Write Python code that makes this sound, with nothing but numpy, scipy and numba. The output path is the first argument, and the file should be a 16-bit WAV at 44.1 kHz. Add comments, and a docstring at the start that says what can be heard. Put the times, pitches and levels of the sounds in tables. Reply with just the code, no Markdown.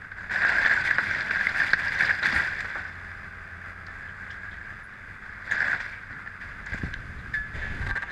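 """A diesel excavator drones and rattles, heard from a camera whose case rumbles and rings near 1.6 kHz.
At once it pushes over a wooden house: timbers snap, boards crunch and slap; at 2.3 s a wall thuds down.
In the lull the hydraulics whine; from 5.2 s the bucket bites into the roof and more wood breaks.
From 6.4 s the camera is moved about, so its case rustles, clicks and bumps. Steel clanks twice after
7.3 s, and last come a few short rubs on the case, with the engine still running."""
import sys
import numpy as np
from scipy import signal
from scipy.fft import rfft, irfft
from scipy.io import wavfile
from numba import njit

SR = 44100
rng = np.random.default_rng(int(sys.argv[2]) if len(sys.argv) > 2 else 0)


def to_wav(sig):
    """Store sig (one row per channel, or 1-D mono) as 16-bit WAV at the path in sys.argv[1].

    Samples outside -1..1 are clipped; the rate is SR.
    """
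    pcm = np.clip(np.atleast_2d(sig), -1, 1) * 32767
    pcm = np.round(pcm).astype(np.int16)
    wavfile.write(sys.argv[1], SR, pcm.T)  # frames by channels


N = 357651
T = np.arange(N) / SR
TOP_HZ = 14700  # upper edge of the sound


def undb(db):
    """Turn decibels into a factor to multiply by."""
    return 10 ** (np.asarray(db) / 20)


def unit(x):
    """Scale a sound to an average strength (rms) of 1."""
    return x / np.sqrt(np.mean(x ** 2))


def peak(x, db):
    """Scale a sound so that its highest peak is at db."""
    return x * undb(db) / np.abs(x).max()


def add(out, start, x):
    """Mix a short sound in at a start time in seconds."""
    i = max(int(start * SR), 0)
    out[i:i + len(x)] += x[:max(N - i, 0)]


def wander(rate):
    """A random wavy line around zero that heads for a new value `rate` times a second."""
    return 1.624 * np.interp(T * rate, np.arange(N // 100), rng.standard_normal(N // 100))


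def fade(t, t60):
    """Die away; t60 is always the time in seconds to fall by 60 dB."""
    return np.exp(-np.log(1000) * t / t60)


def swell(start, length, attack, t60):
    """A loudness shape that rises, holds until its length is over and dies away."""
    return np.clip((T - start) / attack, 0, 1) * fade(np.maximum(T - start - length, 0), t60)


def together(shapes, db):
    """Joint strength of unrelated sounds: their powers add up."""
    return np.sqrt(undb(db) ** 2 @ np.square(shapes))


def crackle(rate, spread_db):
    """About `rate` random clicks a second; a few stand out (spread above 0) or are weaker (below 0)."""
    strength = undb(spread_db * np.minimum(rng.exponential(size=N), 4.5))
    return unit((rng.random(N) < rate / SR) * strength * rng.choice([-1, 1], N))


# how the camera case boosts or muffles each pitch: f/Hz, level/dB
CASE_COLOUR = [(300, -21), (700, -16.5), (1300, -14.5), (1480, -1.5), (1600, 4), (1780, -1.5), (1980, -3),
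               (2500, -19.5), (2980, -31), (3330, -28.5), (3500, -23), (3680, -29), (3880, -29),
               (4600, -32), (4880, -28), (5300, -39.5), (14000, -65)]
def case_response(colour, size=4096):
    """What one click with this tone colour sounds like inside the case; its energy is 1."""
    log_hz = np.log(np.maximum(np.fft.rfftfreq(size, 1 / SR), 1))
    curves = (np.transpose(colour), np.transpose(CASE_COLOUR))
    db = sum(np.interp(log_hz, np.log(hz), levels) for hz, levels in curves)
    # folding the cepstrum makes the ring follow the click and never come before it
    cepstrum = irfft(np.log(undb(db)))
    cepstrum[1:size // 2] *= 2
    cepstrum[size // 2 + 1:] = 0
    ring = irfft(np.exp(rfft(cepstrum)))
    return ring / np.sqrt(np.sum(ring ** 2))


def through_case(force, colour):
    """Give a force the tone colour of its source and of the case."""
    return signal.fftconvolve(force, case_response(colour))[:len(force)]


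IDLE_HZ = 100.9  # firings a second with no load
CLATTER_DB_PER_HZ = 0.18  # the machine clatters louder as it slows below idle
# how fast the engine fires, slower when the arm works hard: t/s, f/Hz
FIRING_RATE = [(0.0, 97.6), (0.266, 92.1), (0.5, 90.76), (2.5, 89.2), (3.1, 86.3), (3.9, 86.16),
               (4.1, 89.66), (4.6, 91.3), (4.85, 96.85), (5.3, 96), (7.1, 97.35)]
# hum of fan, gears and pump: multiple of the firing rate, level at idle/dB
HUMS = [(2.18, -68.5), (4.69, -77), (7.6, -75), (9.31, -73)]
# tone colour of the engine's clatter: f/Hz, level/dB
DIESEL_COLOUR = [(30, 20.5), (70, 21), (130, 14), (200, 11.5), (330, 3), (900, -2), (1250, 9.5),
                 (1600, -3.5), (1900, -2.5), (2600, 4), (4200, -2.5), (7200, 9), (13000, 14)]
def engine(exhaust_db=-57.2, clatter_db=-45, drone_db_per_hz=0.4829, jitter=0.00466, throb=0.22):
    """Exhaust, fan and gears drone and the block clatters with each firing; slower means louder."""
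    hz = np.interp(T, *np.transpose(FIRING_RATE))
    sag_hz = IDLE_HZ - hz
    phase = 2 * np.pi * np.cumsum(hz * (1 + jitter * wander(25))) / SR
    overtones = sum(np.sin(k * phase + wander(3.6)) for k in range(3, 10))
    exhaust = unit(np.sin(phase) + undb(-12) * np.sin(2 * phase) + undb(-25) * overtones)
    exhaust *= undb(exhaust_db + 0.5 * wander(10))
    hum = sum(unit(np.sin(ratio * phase)) * undb(db + 0.5 * wander(8)) for ratio, db in HUMS)
    firings = rng.standard_normal(N) * (1 + throb * np.cos(phase))
    clatter = unit(through_case(firings, DIESEL_COLOUR))
    clatter *= undb(clatter_db + CLATTER_DB_PER_HZ * sag_hz + 0.9 * wander(20))
    return (exhaust + hum) * undb(drone_db_per_hz * sag_hz) + clatter


@njit
def tiny_rings(starts, poles, strengths, lengths, n):
    """Add up short fading tones; a pole turns and shrinks its tone a little at every sample."""
    out = np.zeros(n)
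    for k in range(len(starts)):
        tone = strengths[k] + 0j
        for i in range(starts[k], min(starts[k] + lengths[k], n)):
            tone *= poles[k]
            out[i] += tone.imag
    return out


def loose_pieces(activity, cycles, spread_db, low_hz, top_hz, count):
    """Pieces knock at random times, harder where activity is high; each rings at its own pitch."""
    when, pitch, sustain, force = rng.random((count, 4)).T
    starts = (when * N).astype(np.int64)
    hz = low_hz * (top_hz / low_hz) ** pitch
    t60 = cycles * (0.5 + sustain) / hz
    poles = np.exp((2j * np.pi * hz - np.log(1000) / t60) / SR)
    strengths = hz * activity[starts] * undb(spread_db * np.minimum(-np.log(1 - force), 4))
    return unit(tiny_rings(starts, poles, strengths, (t60 * SR).astype(np.int64), N))


def machine_rattle(idle_db=-49):
    """Loose pins and plates of the machine rattle unevenly, louder under load."""
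    sag_hz = IDLE_HZ - np.interp(T, *np.transpose(FIRING_RATE))
    activity = undb(0.4 * wander(5.4))
    rattle = loose_pieces(activity, cycles=110, spread_db=3, low_hz=1540, top_hz=1760, count=600)
    return rattle * undb(idle_db + CLATTER_DB_PER_HZ * sag_hz)


# tone colour of the rumble on the case: f/Hz, level/dB
RUMBLE_COLOUR = [(15, 18.5), (40, 14.5), (100, 10), (200, 3), (400, -12.5), (900, -34), (1600, -40),
                 (8000, -7.5)]
# tone colour of the rustle on the case: f/Hz, level/dB
RUSTLE_COLOUR = [(150, 3), (400, 9), (900, 3.5), (1600, -3.5), (2300, 5), (3000, 12), (3700, 6.5),
                 (5000, 2), (7000, 13), (10000, -18), (13000, -1)]
# a hand shifts the case: t/s, length/s, rumble level/dB, rustle level/dB
CASE_SHIFTS = [(6.425, 0.26, -45.5, -52), (6.715, 0.19, -37.5, -64), (6.956, 0.84, -39.5, -51.5),
               (7.53, 0.15, -35, -38.5), (7.692, 0.19, -32.5, -43), (7.947, 0.18, -48, -45)]
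def case_rumble_and_rustle(breeze_db=-51, gusts_db=1.5):
    """The case rumbles softly in the breeze; each shift by hand adds more rumble and a rustle."""
    starts, lengths, rumble_db, rustle_db = np.transpose(CASE_SHIFTS)
    shapes = [swell(start, length, attack=0.025, t60=0.46) for start, length in zip(starts, lengths)]
    rumble = through_case(rng.standard_normal(N), RUMBLE_COLOUR)
    rumble *= np.hypot(together(shapes, rumble_db), undb(breeze_db)) * undb(gusts_db * wander(25))
    friction = crackle(rate=6000, spread_db=0.5) * together(shapes, rustle_db)
    return rumble + through_case(friction, RUSTLE_COLOUR)


# tone colour of a snapping timber: f/Hz, level/dB
TIMBER_COLOUR = [(60, -1), (200, -2), (400, -2.5), (800, -2), (1600, -0.5), (3000, 2), (4900, -0.5),
                 (7500, -0.5), (12000, -2)]
# bright tone colour of fine splinters: f/Hz, level/dB
SPLINTER_COLOUR = [(500, -24), (1600, -7), (2400, 1), (4000, 1), (7000, 8), (12000, 12)]
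# timbers snap, and after 6.6 s the handled case clicks and knocks:
# t/s, level/dB, brightness/dB, tearing time/s, f/Hz
SNAPS_AND_KNOCKS = [(0.116, -27.5, -28, 0.027, 1560), (.296, -22, -18, .01, 1774),
                    (.359, -12, -33, 0.0092, 1725), (.449, -9, -28, 0.0052, 1630),
                    (.475, -21, -24, .005, 1670), (.493, -11.5, -19, 0.0059, 1636),
                    (.564, -20, -30, .009, 1610), (.584, -14, -28, 0.0048, 1690),
                    (.648, -12.5, -33, 0.01, 1620), (.659, -13, -33, .008, 1550),
                    (.712, -14.5, -22, 0.0054, 1670), (.775, -13.5, -3.5, 0.0053, 1556),
                    (0.874, -17, -2, 0.013, 2190), (0.908, -10, -21, 0.0079, 1720),
                    (0.983, -11, -31, 0.012, 1610), (1.11, -15, -3, 0.0053, 1582),
                    (1.148, -15.5, -3, .006, 1834), (1.309, -14, -29, 0.0079, 1560),
                    (1.409, -13.5, -9, 0.0087, 1710), (1.469, -7, -8, 0.0029, 2080),
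                    (1.544, -17.5, -10, 0.013, 1510), (1.599, -11.5, -25, 0.022, 1790),
                    (1.618, -12.5, -16, 0.003, 1618), (1.733, -5.5, -18, 0.011, 1650),
                    (2.007, -13, -4, .008, 1560), (2.02, -13.5, -14, 0.0044, 1650),
                    (2.096, -13, -21, 0.0062, 1900), (2.236, -12.5, -23, 0.019, 1710),
                    (2.257, -8.5, -20, 0.0035, 1623), (2.361, -14, -19, .009, 1870),
                    (2.605, -19, 11, 0.012, 1686), (4.541, -32, -22, 0.0057, 1630),
                    (5.512, -15, -22, 0.007, 1690), (5.52, -11.5, -24, 0.0065, 1636),
                    (5.603, -16, -8, 0.016, 1660), (5.623, -19.5, -4, .008, 1710),
                    (5.681, -14, -21, 0.0078, 1617), (5.729, -12.5, -11, 0.025, 1485),
                    (5.802, -21, -2, 0.035, 1865), (5.863, -24, -27, 0.0095, 1680),
                    (6.128, -29, -25, .008, 1700), (6.26, -28.5, -34.5, 0.0084, 1670),
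                    (6.274, -26.5, -30, 0.0091, 1784), (6.412, -30.5, -13, 0.037, 1720),
                    (6.667, -29, -9, .01, 1753), (6.722, -28, 5, .003, 2060),
                    (6.733, -19.5, -22, 0.02, 1640), (6.939, -25, -1, 0.005, 1670)]
def snaps_and_knocks(fibre_db=-8, ring_t60=0.018, size=4096):
    """A timber cracks, its last fibres tear and it rings; knocks on the case are made the same way."""
    out, t = np.zeros(N), T[:size]
    timber, splinter = case_response(TIMBER_COLOUR), case_response(SPLINTER_COLOUR)
    for start, db, bright_db, tear_s, hz in SNAPS_AND_KNOCKS:
        tearing = np.exp(-2 * t / tear_s)
        force = undb(fibre_db) * rng.standard_normal(size) * tearing
        force[0] = 1  # the first crack
        crack = signal.fftconvolve(force, timber + undb(bright_db) * splinter)[:size]
        # the ring builds up for as long as the fibres tear
        ring = np.sin(2 * np.pi * (hz * t + rng.random())) * (1 - tearing) * fade(t, ring_t60)
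        add(out, start, peak(peak(crack, 0) + peak(ring, 0), db))
    # thick wood gives little treble
    return signal.sosfilt(signal.butter(4, 7500, fs=SR, output="sos"), out)


def yard_echo(x, echo_db=-15, t60=0.17, delay_s=0.008, size=22050):
    """Rubble and standing walls add a faint, short echo to a sound."""
    tail = rng.standard_normal(size) * fade(T[:size], t60) * (T[:size] > delay_s)
    return x + undb(echo_db) * signal.fftconvolve(x, tail / np.sqrt(np.sum(tail ** 2)))[:N]


# parts of the house give way: t/s, length/s, level/dB, splinter share/dB, ground blow share/dB
HOUSE_BREAKS = [(0.155, 0.087, -42.5, -13, -25), (0.298, 0.2, -29.5, -6.5, -22.5),
                (0.48, 0.26, -26.5, -7, -30), (0.79, 0.72, -32.5, -2.5, -15), (1.532, .14, -31.5, 0, -15.5),
                (1.769, .19, -32, -3, -21), (1.976, .12, -29, -2, -18), (2.211, 0.034, -28.5, -7, -29),
                (2.235, 0.062, -30, 2.5, -13.5), (2.327, 0.051, -26, -4.5, -17),
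                (2.46, 0.19, -37.5, -3.5, -22), (2.708, 0.13, -40, -7, -25.5),
                (3.86, 0.84, -47.5, -24, -22), (5.206, 0.32, -46.5, -15, -36),
                (5.438, 0.078, -40.5, -6, -18), (5.514, 0.21, -31, -8.5, -19),
                (5.796, 0.094, -43, -0.5, -26), (6.092, 0.02, -43.5, -28, -2), (6.4, 0.034, -45, -3, -24),
                (6.65, 0.21, -43.5, -2.5, -32)]
def collapse(attack=0.016, trickle_db=-13.5):
    """Strength of boards, splinters and ground blows: each break dies fast, then rubble trickles on."""
    starts, lengths, db, splinter_db, ground_db = np.transpose(HOUSE_BREAKS)
    shapes = []
    for start, length in zip(starts, lengths):
        burst = swell(start, length, attack, t60=0.62)
        trickle = undb(trickle_db) * swell(start, length, attack, t60=2.7)
        shapes.append(np.maximum(burst, trickle))
    return together(shapes, db), together(shapes, db + splinter_db), together(shapes, db + ground_db)


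# tone colour of crunching boards: f/Hz, level/dB
BOARD_COLOUR = [(40, 8), (90, -1.5), (200, 7), (400, 0.5), (800, 0), (1600, -0.5), (3000, -2.5),
                (6000, -0.5), (7500, 11), (12000, -20.5)]
def wood_crunch(board_gain, splinter_gain, rubble_db=-7, shards_db=-4):
    """Boards crack and knock in quick clusters over sliding rubble; splinters crackle in spurts."""
    clusters = unit(undb(1.18 * wander(100)))
    cracks = clusters * crackle(rate=3500, spread_db=0.5)
    knocks = loose_pieces(clusters, cycles=36, spread_db=1.3, low_hz=550, top_hz=9000, count=11000)
    rubble = undb(rubble_db) * rng.standard_normal(N)
    boards = unit(cracks + knocks + rubble) * board_gain
    shards = loose_pieces(clusters, cycles=30, spread_db=2.1, low_hz=2200, top_hz=6000, count=6000)
    spurts = unit(crackle(rate=3000, spread_db=-1) * undb(2.5 * wander(60)))
    splinters = unit(spurts + undb(shards_db) * shards) * splinter_gain
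    return through_case(boards, BOARD_COLOUR) + through_case(splinters, SPLINTER_COLOUR)


# tone colour of heavy parts sinking onto the ground: f/Hz, level/dB
GROUND_COLOUR = [(30, -28), (90, 0), (135, 3), (240, -4), (330, -10), (600, -24), (1500, -55.5)]
def ground_blows(gain):
    """Wall and roof settle on the ground in many dull blows."""
    return through_case(crackle(rate=440, spread_db=-5) * gain, GROUND_COLOUR)


# tone colour of a slapping board: f/Hz, level/dB
SLAP_COLOUR = [(100, -6), (300, -3.5), (600, -2), (1000, -0.5), (1300, 3), (1600, -9), (3000, -16),
               (8000, -15)]
# boards slap down flat: t/s, level/dB, fade time/s
BOARD_SLAPS = [(.983, -15, 0.051), (2.391, -22, .05), (2.645, -26.5, 0.07), (2.753, -23.5, 0.24),
               (5.733, -22.5, 0.12), (6.101, -34.5, .1), (6.261, -32.5, 0.17)]
def board_slaps(size=8192):
    """Flat wood lands with a broad, dull clap."""
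    out, t = np.zeros(N), T[:size]
    for start, db, t60 in BOARD_SLAPS:
        force = rng.standard_normal(size) * fade(t, t60)
        add(out, start, peak(through_case(force, SLAP_COLOUR), db))
    return out


# beams and wall land, and later the case is bumped: t/s, level/dB, f/Hz, fade time/s
DULL_THUDS = [(.984, -35, 570, 0.037), (1.735, -34, 190, 0.054), (2.33, -28.5, 223, 0.093),
              (2.357, -28.5, 82.8, 0.16), (6.723, -24.5, 88, 0.11), (6.744, -21, 169, 0.016),
              (6.835, -17.5, 193, 0.016), (6.845, -23, 88, .08), (6.865, -25.5, 150, 0.024),
              (6.88, -27.5, 131, .03), (6.964, -31, 48, 0.11), (7.811, -25, 58, 0.12),
              (7.91, -25.5, 44, 0.11)]
def thuds(pitch_drop=0.15, knock_db=-11, knock_hz=480, knock_t60=0.0078, size=8192):
    """A heavy blow begins with a dull knock, swings a few times and sinks in pitch."""
    out, t = np.zeros(N), T[:size]
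    muffle = signal.butter(2, knock_hz, fs=SR, output="sos")
    for start, db, hz, t60 in DULL_THUDS:
        decay = fade(t, t60)
        sinking_hz = hz * (1 - pitch_drop * (1 - decay))
        swing = np.sin(2 * np.pi * np.cumsum(sinking_hz) / SR) * decay
        knock = signal.sosfilt(muffle, rng.standard_normal(size) * fade(t, knock_t60))
        add(out, start, peak(swing + peak(knock, knock_db), db))
    return out


# small fragments click and scrape, and later the handled case ticks: t/s, level/dB, f/Hz, fade time/s
CLICKS_AND_TICKS = [(1.207, -29, 4200, .02), (1.705, -29, 4430, 0.017), (1.733, -24, 4600, .022),
                    (1.881, -31, 4600, 0.023), (2.005, -40, 10500, .08), (2.051, -29, 4860, 0.044),
                    (2.228, -23.5, 3970, 0.042), (2.286, -34, 4770, 0.021), (2.348, -37.5, 9450, 0.2),
                    (2.604, -44, 7600, .04), (3.866, -39, 4630, 0.026), (4.086, -47, 3186, 0.096),
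                    (4.304, -42, 3250, 0.15), (4.308, -48, 5250, .14), (4.512, -46, 3460, 0.24),
                    (4.938, -50, 3840, .014), (5.509, -36.5, 3520, 0.11), (5.512, -37.5, 6720, 0.13),
                    (5.513, -40, 11000, .08), (5.6, -40, 4900, .2), (5.811, -43, 5100, .06),
                    (5.925, -36, 2230, 0.26), (6.662, -41.5, 7100, 0.017), (6.662, -48, 4950, .08),
                    (6.74, -46, 7440, 0.068), (6.785, -43, 6500, .02), (6.939, -30, 3730, 0.01),
                    (6.939, -39, 5800, .01), (6.982, -51, 3950, .03), (7.185, -52, 3670, .16)]
def clicks_and_ticks(width=0.11, size=8192):
    """A fragment clicks or scrapes, or the case ticks: each is a burst of noise close to one pitch."""
    out, t = np.zeros(N), T[:size]
    for start, db, hz, t60 in CLICKS_AND_TICKS:
        low_hz = hz / (1 + width + 8 / (hz * t60))  # the shorter the click, the wider its band
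        band = signal.butter(1, [low_hz, min(hz * (1 + width), TOP_HZ)], "bandpass", fs=SR, output="sos")
        force = rng.standard_normal(size) * fade(t, t60)
        add(out, start, peak(signal.sosfilt(band, signal.sosfilt(band, force)), db))
    # the air softens the highest treble
    return signal.sosfilt(signal.butter(4, 8500, fs=SR, output="sos"), out)


# nails and scraps of metal ping: t/s, level/dB, f/Hz, fade time/s
METAL_PINGS = [(2.195, -40, 4930, .03), (4.825, -63, 10320, .11)]
def metal_pings(rise_s=0.0012, rattle=0.48, size=8192):
    """Bits of metal each ring with one tone, roughened as they rattle against the rubble."""
    out, t = np.zeros(N), T[:size]
    for start, db, hz, t60 in METAL_PINGS:
        ring = np.sin(2 * np.pi * hz * t + rattle * wander(200)[:size])
        ring *= 1 + rattle * wander(160)[:size]
        add(out, start, peak(ring * fade(t, t60) * (1 - np.exp(-t / rise_s)), db))
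    return out


# the hydraulics sing under load: t/s, length/s, f/Hz, level/dB
VALVE_WHINES = [(3.499, 0.61, 1307, -56), (3.854, 0.97, 1621, -46.5), (6.111, 0.21, 1380, -49.5),
                (7.195, 0.94, 1334, -55)]
def hydraulic_whine(waver=0.0022):
    """Oil forced through a valve gives a thin, wavering tone that swells and fades."""
    out = np.zeros(N)
    clock = np.cumsum(1 + waver * wander(30)) / SR  # an uneven clock bends the pitch
    for start, length, hz, db in VALVE_WHINES:
        progress = np.clip((T - start) / length, 0, 1)
        arch = np.sqrt(2 * np.abs(np.sin(np.pi * progress)))
        out += undb(db) * np.sin(2 * np.pi * hz * clock) * arch
    return out


# the tones that struck steel rings with: f/Hz, level/dB, fade time/s
STEEL_TONES = [(1564, -7, 0.25), (1710, 0, 0.5), (1815, -6, .12), (2110, -10.5, 0.1), (3542, -26, 0.3),
               (4678, -34, 0.25)]
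# steel clanks: t/s, level/dB
STEEL_CLANKS = [(7.335, -19), (7.617, -25)]
def steel_clanks(contact_db=-8, contact_t60=0.18, rise_s=0.0047, settle_s=0.0092, size=22050):
    """Steel knocks on steel: a rattling contact, while its tones settle in pitch and ring unevenly."""
    out, t = np.zeros(N), T[:size]
    clock = t + 0.05 * settle_s * (1 - np.exp(-t / settle_s))  # the tones start 5% high
    for start, db in STEEL_CLANKS:
        ring = np.zeros(size)
        for hz, tone_db, t60 in STEEL_TONES:
            tone = undb(tone_db) * np.sin(2 * np.pi * (hz * clock + rng.random()))
            ring += tone * fade(t, t60) * (1 + 0.11 * wander(99)[:size])
        contact = through_case(rng.standard_normal(size) * fade(t, contact_t60), SPLINTER_COLOUR)
        clank = peak(ring, 0) + peak(contact, contact_db)
        add(out, start, peak(clank * (1 - np.exp(-t / rise_s)), db))
    return out


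# tone colour of a scrape on the case: f/Hz, level/dB
SCRAPE_COLOUR = [(300, -22.5), (700, 10), (950, 15), (1400, 0), (1800, 8), (2400, -3), (3000, 7),
                 (4000, 18), (5000, 3), (8800, 20), (10000, 1), (13000, -11)]
# the tones of the rubbed case wall: f/Hz, level/dB
WALL_TONES = [(813, -10.5), (964, -6.5), (1180, -8.5), (1598, 4), (1752, 0)]
# short rubs on the case: t/s, length/s, level/dB
CASE_RUBS = [(7.805, 0.034, -36.5), (7.861, 0.018, -28.5), (7.882, 0.037, -29.5), (7.952, 0.03, -28.5),
             (8.017, 0.024, -31), (8.094, 0.039, -35.5)]
def case_rubs(slip_hz=180, ramp_share=0.22, scrape_db=-6, wall_t60=0.09, size=8192):
    """A grip sticks and slips unevenly, rasping on the case and leaving its wall ringing."""
    strokes, t = np.zeros(N), T[:size]
    for start, length, db in CASE_RUBS:
        inside_s = np.minimum(T - start, start + length - T)
        strokes += undb(db) * np.clip(inside_s / (ramp_share * length), 0, 1)
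    slips = np.cumsum(slip_hz * (1 + 0.15 * wander(120))) / SR
    spurts = np.exp(-(slips % 1) / 0.67)  # each slip starts strong and fades
    force = unit(rng.standard_normal(N) * spurts) * strokes
    wall = sum(undb(db) * np.sin(2 * np.pi * hz * t) for hz, db in WALL_TONES) * fade(t, wall_t60)
    ring = signal.fftconvolve(force, wall / np.sqrt(np.sum(wall ** 2)))[:N]
    return ring + undb(scrape_db) * through_case(force, SCRAPE_COLOUR)


def scene():
    """Mix the breaking house, the machine and the handled camera into one channel."""
    board_gain, splinter_gain, ground_gain = collapse()
    crunch = wood_crunch(board_gain, splinter_gain)
    sharp_hits = crunch + snaps_and_knocks() + clicks_and_ticks() + board_slaps() + metal_pings()
    hits = yard_echo(sharp_hits) + ground_blows(ground_gain)
    machine = engine() + machine_rattle() + hydraulic_whine() + steel_clanks()
    return (machine + hits + thuds() + case_rumble_and_rustle() + case_rubs())[None]


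def record(dry):
    """The camera drops the deepest bass, softens the high treble and cuts off the very top."""
    dry = signal.sosfilt(signal.butter(2, 20, "highpass", fs=SR, output="sos"), dry)
    dry = signal.sosfilt(signal.butter(6, 13200, fs=SR, output="sos"), dry)
    return signal.sosfilt(signal.ellip(8, 0.2, 70, TOP_HZ, fs=SR, output="sos"), dry)


dry = scene()
out = record(dry)
to_wav(out)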